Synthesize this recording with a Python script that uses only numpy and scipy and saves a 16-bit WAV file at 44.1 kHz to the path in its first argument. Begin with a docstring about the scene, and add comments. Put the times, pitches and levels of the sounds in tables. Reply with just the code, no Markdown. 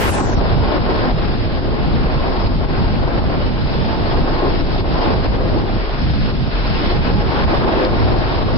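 """An engine drones in low orders under a rough exhaust roar, as a long open boat runs along a walled canal.
The drone is a stack of wavering near sines; the roar is pipe-coloured noise, puffed at each firing.
The bow wave rushes and spits beside the hull as noise and chirped droplets, and the head wind buffets
the two ports of a small microphone as low noise. The top treble is open at first and closes within
half a second."""
import sys
import numpy as np
from scipy import signal
from scipy.io import wavfile
from scipy.ndimage import uniform_filter1d

SR = 44100
rng = np.random.default_rng(int(sys.argv[2]) if len(sys.argv) > 2 else 0)


def to_wav(sig):
    """Store sig (one row per channel, or 1-D mono) as 16-bit WAV at the path in sys.argv[1].

    Samples outside -1..1 are clipped; the rate is SR.
    """
    pcm = np.clip(np.atleast_2d(sig), -1, 1) * 32767
    pcm = np.round(pcm).astype(np.int16)
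    wavfile.write(sys.argv[1], SR, pcm.T)  # frames by channels


def voltage_ratio(level):
    """Linear amplitude factor for a level in decibels (scalar or array-like)."""
    return 10 ** (np.asarray(level, float) / 20)


N = 377937  # length in samples


def evened(x):
    """Scales to rms 1."""
    return x / np.sqrt(np.mean(np.abs(x) ** 2) + 1e-20)


def read(points, hz):
    """Columns of a table over log frequency."""
    f, *values = np.transpose(points)
    return [np.interp(np.log(hz + 1), np.log(f + 1), v) for v in values]


def play(rows):
    """Columns of a curve over time, one value a sample."""
    s, *values = np.transpose(rows)
    return [np.interp(np.arange(N) / SR, s, v) for v in values]


def wander(seconds):
    """Smooth random drift of rms 1, from noise averaged twice over the given time."""
    width = round(seconds * SR)
    return evened(uniform_filter1d(uniform_filter1d(rng.standard_normal(N), width), width))


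def bumps(rows):
    """Sum of bell-shaped bumps in dB."""
    t = np.arange(N) / SR
    return sum(db * np.exp(-((t - s) / max(half_s, .008)) ** 2) for s, db, half_s in rows)


def placed(pair, level_db, pan_db):
    """Level and side of a stereo layer; pan is left minus right."""
    return evened(pair) * voltage_ratio(level_db + np.array([pan_db / 2, -pan_db / 2]))


def tilted(pair, bright_db, pivot_hz, size=1024):
    """Turns the spectrum about a pivot by a moving slope in dB per octave, up to two octaves away."""
    hz, t, z = signal.stft(pair, SR, nperseg=size)
    octaves = np.log2(np.clip(hz / pivot_hz, 1 / 4, 4))
    slope_db = np.interp(t, np.arange(N) / SR, bright_db)
    return signal.istft(z * voltage_ratio(np.outer(octaves, slope_db)), SR, nperseg=size)[1][:, :N]


# The port pair. Each row: frequency in Hz, left-right likeness from 0 to 1, lead of the left in radians.
PORT_PAIR = [(20, .85, .1), (40, .66, .4), (60, .5, 1.2), (90, .55, 1.7), (170, .58, 1.9), (250, .5, 1.4),
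             (400, .66, .6), (850, .38, .45), (1200, .1, 1.8), (2000, .32, 3.1), (2450, .3, 3.2),
             (2750, 0, 5.5), (3800, .24, 6.5), (4800, .2, 3.9), (5500, .05, 3.9)]
# The ports differ in colour. Each row: frequency in Hz, left minus right in dB.
PORT_COLOUR = [(20, 1), (60, -1), (130, -1), (200, -1.5), (320, 0), (700, 0.7), (1500, 0.5), (2400, 0.1),
               (3500, 0), (4400, 2.5), (5300, 1.1)]


def ports(left, other, hz):
    """The right port hears part of the same spectrum a little later, and part its own."""
    same, lead = (v[:, None] for v in read(PORT_PAIR, hz))
    same = np.clip(same, 0, 1)
    lean = voltage_ratio(read(PORT_COLOUR, hz)[0][:, None] / 2)
    right = same * np.exp(-1j * lead) * left + np.sqrt(1 - same ** 2) * other
    return np.array([left * lean, right / lean])


def noise(shape, size, patchy_db, patch_hz, patch_s):
    """Random short-time spectra at both ports with drifting loud and soft patches."""
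    hop, hz = size // 4, np.fft.rfftfreq(size, 1 / SR)
    a, b, c, d, patches = rng.standard_normal((N // hop + 5, len(hz), 5)).T
    patches = uniform_filter1d(patches, max(round(patch_hz * size / SR), 1), 0)
    patches = evened(uniform_filter1d(patches, max(round(patch_s * SR / hop), 1), 1))
    z = ports(a + 1j * b, c + 1j * d, hz) * shape(hz)[:, None] * voltage_ratio(patchy_db * patches)
    return evened(signal.istft(z, nperseg=size, noverlap=size - hop)[1][:, :N])


# A cycle is two turns of the crank.
# Each row: time in seconds, engine cycle in Hz, base level of the 3rd multiple in dB rms.
ENGINE_SPEED = [(0, 12.7, -43), (.33, 12.6, -23), (.67, 13.1, -25), (1.1, 12.6, -23.5), (1.55, 12.8, -27.5),
                (1.9, 12.5, -29.5), (2.3, 12.8, -24), (2.8, 13, -25.5), (3.3, 12.3, -26), (3.8, 12.3, -33),
                (4.4, 12.2, -25), (4.9, 12, -26.5), (5.5, 12.6, -27.5), (6.3, 13.5, -29),
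                (7.1, 13.3, -27.5), (7.55, 12.5, -31), (8, 12.9, -27), (8.57, 13.7, -24)]


def engine():
    """Adds up the speed into a running count of engine cycles, with the base level of the drone."""
    speed_hz, drone_db = play(ENGINE_SPEED)
    return np.cumsum(speed_hz) / SR, drone_db


# The low orders. Each row: multiple of the engine cycle, level in dB against the 3rd.
ORDERS = [(1, -10), (2, -6), (3, 0), (4, -7), (5, -7), (6, -11), (7, -8), (8, -7), (10, -14), (12, -14),
          (16, -12), (20, -16)]
PORT_SWAY = 0.42  # rms radians by which the orders drift between the ports


def drone(cycles, level_db):
    """The low orders shake the hull: near sines that waver, the left port leading."""
    out = np.zeros((2, N))
    sways = PORT_SWAY * np.array([wander(.1), wander(0.088), wander(0.087)])  # shared among the orders
    mean_hz = cycles[-1] * SR / N
    for i, (multiple, db) in enumerate(ORDERS):
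        lead = read(PORT_PAIR, multiple * mean_hz)[1] + sways[i % len(sways)]
        turns = multiple * cycles + rng.random() + .045 * multiple * wander(.07)
        phase = 2 * np.pi * turns - np.array([np.zeros(N), lead])
        out += voltage_ratio(level_db + db + 2.2 * wander(.1)) * np.sqrt(2) * np.cos(phase)
    return out


# The roar. Each row: time in seconds, base level in dB rms, base brightness in dB per octave.
ROAR_CURVE = [(0, -18.5, 1.5), (.09, -19, 1.5), (.16, -20, 3), (.27, -21, 1), (.4, -19, 1), (1.1, -21.5, 2),
              (1.45, -26.5, -2), (1.75, -23.5, -0.5), (2.0, -22.5, -1), (2.4, -22, 2), (2.6, -24.5, -0.5),
              (3.15, -20.5, .5), (3.6, -26, -0.5), (4.0, -21.5, 1), (4.45, -20.5, 1.5), (4.7, -23, -1),
              (5.05, -20, 1), (5.6, -21.5, -1), (5.85, -27, 0.5), (6.0, -31, 2.5), (6.25, -28.5, -0.5),
              (6.5, -28, 1.5), (6.85, -22, 0.5), (7.4, -19, 1.5), (7.65, -18.5, 1), (7.8, -17, -0.3),
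              (8.05, -18, -0.5), (8.3, -21, 1), (8.57, -22.5, 1.5)]
# Broad colour of the gas. Each row: frequency in Hz, relative density in dB per Hz.
GAS_COLOUR = [(120, -27), (220, -5), (320, 1), (420, -3.5), (650, -4), (900, -10), (1130, -13.5),
              (1250, -13.5), (1800, -21.5), (3000, -37)]
# Pipe resonances. Each row: frequency in Hz, width at half height in Hz, added peak in dB against the gas.
PIPE_PEAKS = [(247, 31, -11), (335.3, 13, -6), (385, 24, -5.5), (467.6, 16, -8.5), (610, 27, -21),
              (850, 97, -7.5), (920, 35, -6.5), (1070, 55, 0.5)]
# The roar surges. Each row: peak time in seconds, rise in dB, half length in seconds.
ROAR_SURGES = [(0.207, 3.5, 0.063), (0.724, 4, 0.055), (0.914, 5, 0.036), (1.055, 2.0, 0.05),
               (1.576, 1.5, 0.03), (1.682, 3, 0.027), (2.63, 3, 0.031), (4.19, 3, 0.071),
               (4.457, 5.5, 0.048), (4.993, 3, 0.055), (5.121, 4, 0.054), (5.436, 3.5, 0.036),
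               (5.563, 2.5, 0.032), (6.033, 1.5, 0.03), (6.295, 3, 0.045), (6.518, 1, 0.028),
               (6.815, 2, 0.042), (6.923, 3, 0.04), (7.105, 3.5, 0.029), (7.54, 1, 0.019),
               (7.713, 1.5, 0.055), (7.82, 1, 0.08), (7.942, 2, 0.022), (8.121, 1, 0.028), (2.39, 2, .04),
               (2.83, 2, .04), (3.17, 2, .03), (8.55, 2, .04)]
CYLINDERS = 4
ROAR_PAN_DB, ROAR_DRIFT_DB, ROAR_DRIFT_S = 1.24, 0.6, 0.046  # left minus right, its rms drift and pace
SURGE_TILT_DB = -0.24  # change of brightness per octave for each dB of a surge
ROAR_DIP = 0.79  # share of each sudden dip


def exhaust(cycles, dip_db):
    """Turbulent gas puffed out at each firing, coloured by the pipe; surges are darker."""
    def colour(hz):
        peaks = sum(voltage_ratio(db) / (1 + (2 * (hz - f) / width) ** 2) for f, width, db in PIPE_PEAKS)
        return voltage_ratio(read(GAS_COLOUR, hz)[0]) * (1 + peaks)
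    surge_db = bumps(ROAR_SURGES)
    level_db, bright_db = play(ROAR_CURVE)
    level_db = level_db + surge_db - ROAR_DIP * dip_db
    bright_db = bright_db + SURGE_TILT_DB * surge_db
    pan_db = ROAR_PAN_DB + ROAR_DRIFT_DB * wander(ROAR_DRIFT_S)
    firing = CYLINDERS * cycles + 0.16 * wander(0.024)
    burns = voltage_ratio(1.5 * rng.standard_normal(round(firing.max()) + 2))  # uneven from firing to firing
    strength = burns[np.floor(abs(firing)).astype(int)]
    puffs = uniform_filter1d(1 + 0.79 * strength * np.exp(-(firing % 1) / 0.85), size=40)
    gas = noise(colour, size=2048, patchy_db=0.6, patch_hz=120, patch_s=.09)
    return placed(tilted(gas, bright_db, pivot_hz=486) * puffs, level_db, pan_db)


# Brief swells of one note, some low like the drone, some higher.
# Each row: middle in seconds, peak in dB, pitch in Hz, length in seconds between the points at 37 % of the peak.
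NOTE_SWELLS = [(2.1, -23.5, 26, 0.36), (2.95, -26, 78, .2), (5.35, -23, 51, 0.32), (5.5, -22, 97, .2),
               (5.78, -21, 40, .14), (5.92, -23, 40, .1), (6.13, -19, 50, .07), (6.35, -20, 55, .09),
               (5.95, -26, 23, 0.28), (6.6, -18, 43, 0.18), (6.9, -19, 31, 0.27), (6.9, -21, 43, 0.22),
               (7.08, -21, 60, .2), (7.25, -20.5, 45, 0.24), (8.4, -26, 56, 0.22), (4.35, -19, 24.64, 0.56),
               (6.903, -21, 21.56, 0.3), (0.92, -23, 461.5, 0.13), (1.07, -20, 254.6, 0.11),
               (3.927, -27.5, 876, 0.088), (4.433, -26.5, 331.6, 0.099), (4.437, -26.5, 1063, 0.095),
               (5.046, -22.5, 330.6, 0.11), (5.06, -27.5, 850, 0.13), (5.442, -22, 515, 0.076),
               (6.129, -26, 115, .15), (7.53, -25, 300, .06), (7.72, -23, 645, 0.08), (7.2, -26, 835, 0.1),
               (7.37, -25.5, 835, .13), (7.33, -28, 920, .07), (7.36, -32, 1150, .14),
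               (7.31, -25, 385, .08), (7.535, -27, 1005, .06), (7.71, -23, 245, .08), (6.93, -23, 365, .07),
               (0.72, -23, 600, .07), (7.655, -21, 385, 0.09), (7.61, -22, 295, .06), (8.02, -22, 385, .05),
               (7.93, -22, 350, .06), (7.842, -15.5, 512, 0.075), (8.052, -16, 102, 0.2)]


def note_swells():
    """Short sines of one note each, fading in and out, the left port leading."""
    out = np.zeros((2, N))
    for s, db, hz, length in NOTE_SWELLS:
        at = np.arange(max(round((s - 2 * length) * SR), 0), min(round((s + 2 * length) * SR), N))
        lead = np.array([[0], [read(PORT_PAIR, hz)[1]]])
        swell = np.exp(-(2 * (at / SR - s) / length) ** 2)
        out[:, at] += voltage_ratio(db) * swell * np.sin(2 * np.pi * hz * at / SR - lead)
    return out


# Roar and rush drop away suddenly and creep back.
# Each row: time in seconds, depth in dB before each layer takes its share, recovery time constant in seconds.
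SUDDEN_DIPS = [(0.1, 6.5, 0.081), (0.222, 5, 0.05), (.31, 2, .03), (0.355, 4, 0.037), (0.551, 7, 0.047),
               (0.787, 7, 0.06), (1.119, 8.5, 0.055), (1.365, 3, .04), (1.485, 2, 0.032), (1.605, 8, 0.032),
               (1.688, 3, 0.05), (2.482, 5.5, 0.074), (2.554, 6, 0.07), (2.655, 3, .04), (2.858, 1, 0.056),
               (2.97, 3.5, 0.073), (3.2, 6.5, 0.066), (3.498, 5.5, 0.067), (3.53, 0.5, 0.049),
               (3.961, 3.5, 0.069), (4.193, 2, 0.34), (4.619, 7, 0.066), (4.818, 9, 0.07),
               (5.147, 5, 0.068), (5.273, 4.5, 0.054), (5.359, 3.5, 0.07), (5.628, 5, 0.045),
               (6.318, 6, 0.08), (6.36, 3.5, 0.091), (6.41, 2, 0.077), (6.935, 3.5, 0.08),
               (6.978, 4.5, 0.051), (7.12, 8, 0.04), (7.15, 5.5, 0.023), (7.23, 7, 0.038),
               (7.448, 6, 0.037), (7.581, 3, 0.055), (7.65, 3, .04), (7.872, 4.5, 0.067),
               (8.147, 3.5, 0.05), (8.435, 3, .04)]
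DIP_HALF_FALL_S = 0.0082


def dips():
    """Depth in dB: a quick fall, then a slow exponential return."""
    depth_db = np.zeros(N)
    for s, db, back_s in SUDDEN_DIPS:
        after = np.arange(N) / SR - s
        fall = np.clip(.5 + after / (2 * DIP_HALF_FALL_S), 0, 1)
        depth_db += db * fall * np.exp(-np.maximum(after, 0) / max(back_s, .01))
    return depth_db


def droplet(hz, cycles):
    """A short rising chirp of a few cycles, as a drop bursting."""
    t = np.arange(round(cycles * SR / hz)) / SR
    return np.hanning(len(t)) * np.sin(2 * np.pi * hz * t * (1 + 0.11 * t * hz / cycles))


# The bow wave. Each row: time in seconds, base level in dB rms, base brightness in dB per octave.
WAVE_CURVE = [(0, -25, -3.5), (.08, -25.5, -4), (.13, -26, -2), (.2, -34, -1.5), (.28, -35, -0.5),
              (.5, -28, 0), (1.1, -27.5, -0.5), (1.45, -33, 0.5), (2.1, -32.5, -3.5), (2.4, -32, 4),
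              (2.7, -31.5, -2), (3.2, -32, -3), (3.7, -31.5, 1), (4.15, -28.5, 0.5), (5.05, -26.5, 1.5),
              (5.45, -31.5, -1.5), (6.0, -33.5, 0.5), (6.9, -24.5, 0.5), (7.4, -25.5, -2),
              (7.85, -25.5, -2), (8.57, -31.5, 1.5)]
# Colour of the rush. Each row: frequency in Hz, relative density in dB per Hz.
RUSH_COLOUR = [(400, -14.5), (900, 3), (1500, 10.5), (1900, 7.5), (2300, 6.5), (2650, 6), (3000, 5),
               (4000, 2.5), (5200, 3.5), (6500, -7), (8000, -18), (12000, -20), (14000, -22), (16000, -29)]
WAVE_DIP, DIP_TILT_DB = 1.73, 0.25  # share of each dip, dulling in dB per octave for each dB of its depth


def water(dip_db):
    """A patchy rush of noise with a fizz of randomly bursting droplets on top."""
    level_db, bright_db = play(WAVE_CURVE)
    level_db, bright_db = level_db - WAVE_DIP * dip_db, bright_db - DIP_TILT_DB * dip_db
    rush = noise(lambda hz: voltage_ratio(read(RUSH_COLOUR, hz)[0]), size=512, patchy_db=1.26, patch_hz=600, patch_s=.04)
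    fizz = np.zeros((2, N))
    for hz in np.geomspace(900, 5400, num=16):
        bursts = rng.random((2, N)) < 60. / SR  # about 60 a second at each pitch and port
        sizes = voltage_ratio(2.8 * np.minimum(rng.exponential(1, (2, N)), 5)) * bursts
        fizz += signal.oaconvolve(sizes, droplet(hz, cycles=4.76)[None], axes=1)[:, :N]
    wave = tilted(rush + voltage_ratio(-9.0) * evened(fizz), bright_db, pivot_hz=2950)
    return placed(wave, level_db, np.zeros(N))


# Sharp spits of spray and lower slaps of water near the microphone.
# Each row: start in seconds, peak in dB, starting pitch in Hz, left minus right in dB.
SPRAY_SPITS = [(2.4715, -22, 4793, 0), (2.9575, -23, 2240, 1), (4.5984, -34, 2902, 7),
               (4.7605, -14.5, 675, 1), (6.0955, -22, 669.6, .5), (7.691, -14, 638.4, 0),
               (7.8495, -11, 4130, 3)]


def spits():
    """Single drops that burst close by, each one chirp."""
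    out = np.zeros((2, N + SR))
    for s, db, hz, pan_db in SPRAY_SPITS:
        drop = droplet(hz, cycles=3.9)
        out[:, round(s * SR):][:, :len(drop)] += voltage_ratio(db + np.array([[pan_db / 2], [-pan_db / 2]])) * drop
    return out[:, :N]


# Short broad bands of noise, each sliding in pitch.
# Each row: start in seconds, length in seconds, level in dB rms before the fades, first and last pitch in Hz.
NOISE_BANDS = [(0, .105, -31, 3000, 2800), (0, .105, -28.5, 1950, 1800), (.115, .11, -33, 1800, 1500),
               (.23, .13, -35, 1700, 1600), (.11, .11, -35, 2700, 2400), (0, .105, -27.5, 1050, 950),
               (7.5, .3, -26.5, 880, 900), (4.95, .22, -29, 1000, 890), (8, .25, -28, 750, 640)]
BAND_WIDTH, BAND_RISE_S = 0.43, .02  # width of each pole as a share of the last pitch, rise time


def noise_bands():
    """Noise in one broad sliding resonance: a quick rise, then a fall that steepens."""
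    out = np.zeros((2, N + SR))
    for s, length, db, first_hz, last_hz in NOISE_BANDS:
        t = np.arange(round(length * SR)) / SR
        turn = np.exp(2j * np.pi * np.cumsum(first_hz + (last_hz - first_hz) * t / length) / SR)
        r = np.exp(-np.pi * BAND_WIDTH * last_hz / SR)
        # noise is shifted down, low-passed by two equal poles, and shifted back up to the sliding pitch
        low = signal.lfilter([1], np.convolve([1, -r], [1, -r]), rng.standard_normal((2, len(t))) / turn)
        band = evened((turn * low).real)
        fade = np.minimum(t / BAND_RISE_S, 1) * np.sqrt(1 - (t / length) ** 3.5)
        out[:, round(s * SR):][:, :len(t)] += voltage_ratio(db) * fade * band
    return out[:, :N]


# Single buffets thump the ports. Each row: peak time in seconds, rise in dB, half length in seconds.
WIND_THUMPS = [(0.155, 3.4, 0.025), (0.382, 5.6, 0.022), (0.571, 3.9, 0.035), (0.821, 5.5, 0.02),
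               (1.136, 3.1, 0.025), (1.956, 4.4, 0.023), (2.462, 5.1, 0.026), (2.561, 3.5, 0.025),
               (2.833, 3.9, 0.024), (2.941, 3.2, 0.051), (3.169, 3.7, 0.027), (3.476, 2.9, 0.021),
               (4.213, 5.8, 0.029), (4.58, 2.9, 0.059), (4.641, 2.9, 0.059), (4.929, 4.8, 0.021),
               (5.161, 3.5, 0.023), (5.591, 3.5, 0.034), (5.756, 3.8, 0.022), (6.027, 5.6, 0.033),
               (6.09, 5.7, 0.034), (6.361, 3.8, 0.023), (6.429, 3.4, 0.015), (6.702, 5.4, 0.031),
               (6.98, 3.4, 0.022), (7.145, 5.2, 0.04), (7.446, 5.4, 0.022), (7.589, 5.1, 0.025),
               (7.935, 3.0, 0.024), (8.052, 4.4, 0.023), (8.191, 4.2, 0.021), (8.465, 4.3, 0.018),
               (8.566, 3.8, 0.016)]
# The air falls slack for a moment. Each row: middle in seconds, fall in dB, half length in seconds.
WIND_LULLS = [(.732, 8, .04), (1.036, 4, .02), (1.513, 4, .02), (1.774, 10, .022), (2.256, 9, .02),
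              (2.355, 6, .018), (2.666, 4, .024), (2.751, 4, .028), (3.115, 4, .036), (3.589, 5, .02),
              (3.911, 4, .04), (4.274, 10, .025), (4.407, 6, .043), (4.856, 5, .028), (5.036, 5, .03),
              (5.396, 5, .02), (5.867, 11, .045), (5.95, 5, .04), (6.314, 5, .018), (6.527, 5, .023),
              (6.635, 5, .05), (7.83, 6, .035), (8.298, 4, .03), (8.5, 7, .018)]


def buffets():
    """Change of level in dB as the air thumps and slackens."""
    return bumps(WIND_THUMPS) - bumps(WIND_LULLS)


# Buffeting. Each row: time in seconds, base level in dB rms.
GUST_CURVE = [(0, -20.5), (.35, -20), (.6, -15.5), (.75, -19), (1.2, -20), (1.7, -20.5), (2.0, -15),
              (2.4, -21.5), (2.8, -18), (3.5, -19), (4.2, -17), (4.6, -24), (5.1, -18), (5.55, -19),
              (5.9, -27.5), (6.15, -16.5), (6.55, -23), (6.8, -19), (7.15, -16.5), (7.8, -20),
              (8.05, -17.5), (8.45, -22), (8.57, -14)]
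# Colour of the buffeting. Each row: frequency in Hz, relative density in dB per Hz.
BUFFET_COLOUR = [(6, -25.5), (15, -13.5), (30, -8.5), (50, -1), (90, 0), (150, -0.5), (250, -5.5),
                 (400, -20.5), (800, -31.5)]
LUMPY_DB, LUMP_S, WIND_DRIFT_DB = .8, 0.031, 1.5  # rms lumps of level, their pace, rms drift between ports
# usual level, brightness in dB per octave there, and its change for each dB above
CALM_DB, WIND_TILT_DB, GUST_TILT_DB = -20.5, -1.1, -0.18


def wind(thump_db):
    """Lumpy low turbulence over the ports; stronger gusts are heavier in the bass."""
    level_db = play(GUST_CURVE)[0] + LUMPY_DB * wander(LUMP_S)
    bright_db = WIND_TILT_DB + GUST_TILT_DB * (level_db - CALM_DB)
    lumps = noise(lambda hz: voltage_ratio(read(BUFFET_COLOUR, hz)[0]), size=4096, patchy_db=1.47, patch_hz=60, patch_s=.06)
    lumps = tilted(lumps, bright_db, pivot_hz=81, size=4096)
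    return placed(lumps, level_db + thump_db, WIND_DRIFT_DB * wander(LUMP_S))


HULL_SHARE = .35  # how much of each thump and lull the drone follows


def scene():
    """Engine, water and wind; the roar and the rush flutter together in level."""
    cycles, drone_db = engine()
    dip_db, thump_db = dips(), buffets()
    flutter = voltage_ratio(0.3 * wander(0.027) + 0.72 * wander(0.013))
    fluttering = flutter * (exhaust(cycles, dip_db) + water(dip_db) + noise_bands())
    hull = drone(cycles, drone_db + HULL_SHARE * thump_db)
    return hull + fluttering + note_swells() + spits() + wind(thump_db)


KNEE_DB, SQUEEZE, RECOVERY_DB_PER_S = -13, .45, 170  # threshold, share of the excess taken off, release
MAKEUP_DB = 2.5


def limited(dry):
    """A quick limiter ducks both ports under loud lumps: a held peak sinks steadily until the next."""
    peak_db = 20 * np.log10(abs(dry).max(0) + 1e-6)
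    fall = np.arange(N) * RECOVERY_DB_PER_S / SR
    over_db = np.maximum(np.maximum.accumulate(peak_db + fall) - fall - KNEE_DB, 0)
    return dry * voltage_ratio(MAKEUP_DB - SQUEEZE * uniform_filter1d(over_db, size=120))


# Top of the treble. Each row: time in seconds, frequency in Hz.
TREBLE_TOP = [(0, 16000), (.055, 15600), (.08, 13000), (.12, 11900), (.15, 10400), (.21, 8850), (.26, 8000),
              (.35, 6700), (.383, 5587), (9, 5656)]
STEP_S = 2048 / SR  # the top closes in small stairs


def closing_treble(held):
    """A moving low-pass: a slope just under the top, then a hard edge that flickers."""
    hz, t, z = signal.stft(held, SR, nperseg=1024, noverlap=768)
    flicker_hz = 45 * np.tanh(3 * wander(.04)[::256])  # the very top comes and goes
    top_hz = np.interp(np.floor(t / STEP_S + .5) * STEP_S, *np.transpose(TREBLE_TOP))
    room_hz = top_hz - hz[:, None]
    slope = voltage_ratio(-21 * np.clip(1 - room_hz / 380, 0, 1))
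    passed = room_hz + np.resize(flicker_hz, len(t)) > 45
    return signal.istft(z * slope * passed, SR, nperseg=1024, noverlap=768)[1][:, :N]


def band_limit(x):
    """A steep low-pass at the top of the band."""
    return signal.sosfilt(signal.butter(12, 16000, fs=SR, output="sos"), x)


def record(dry):
    """The limiter ducks loud lumps, then the treble closes down."""
    mix = closing_treble(limited(dry))
    return band_limit(mix)


dry = scene()
out = record(dry)
to_wav(out)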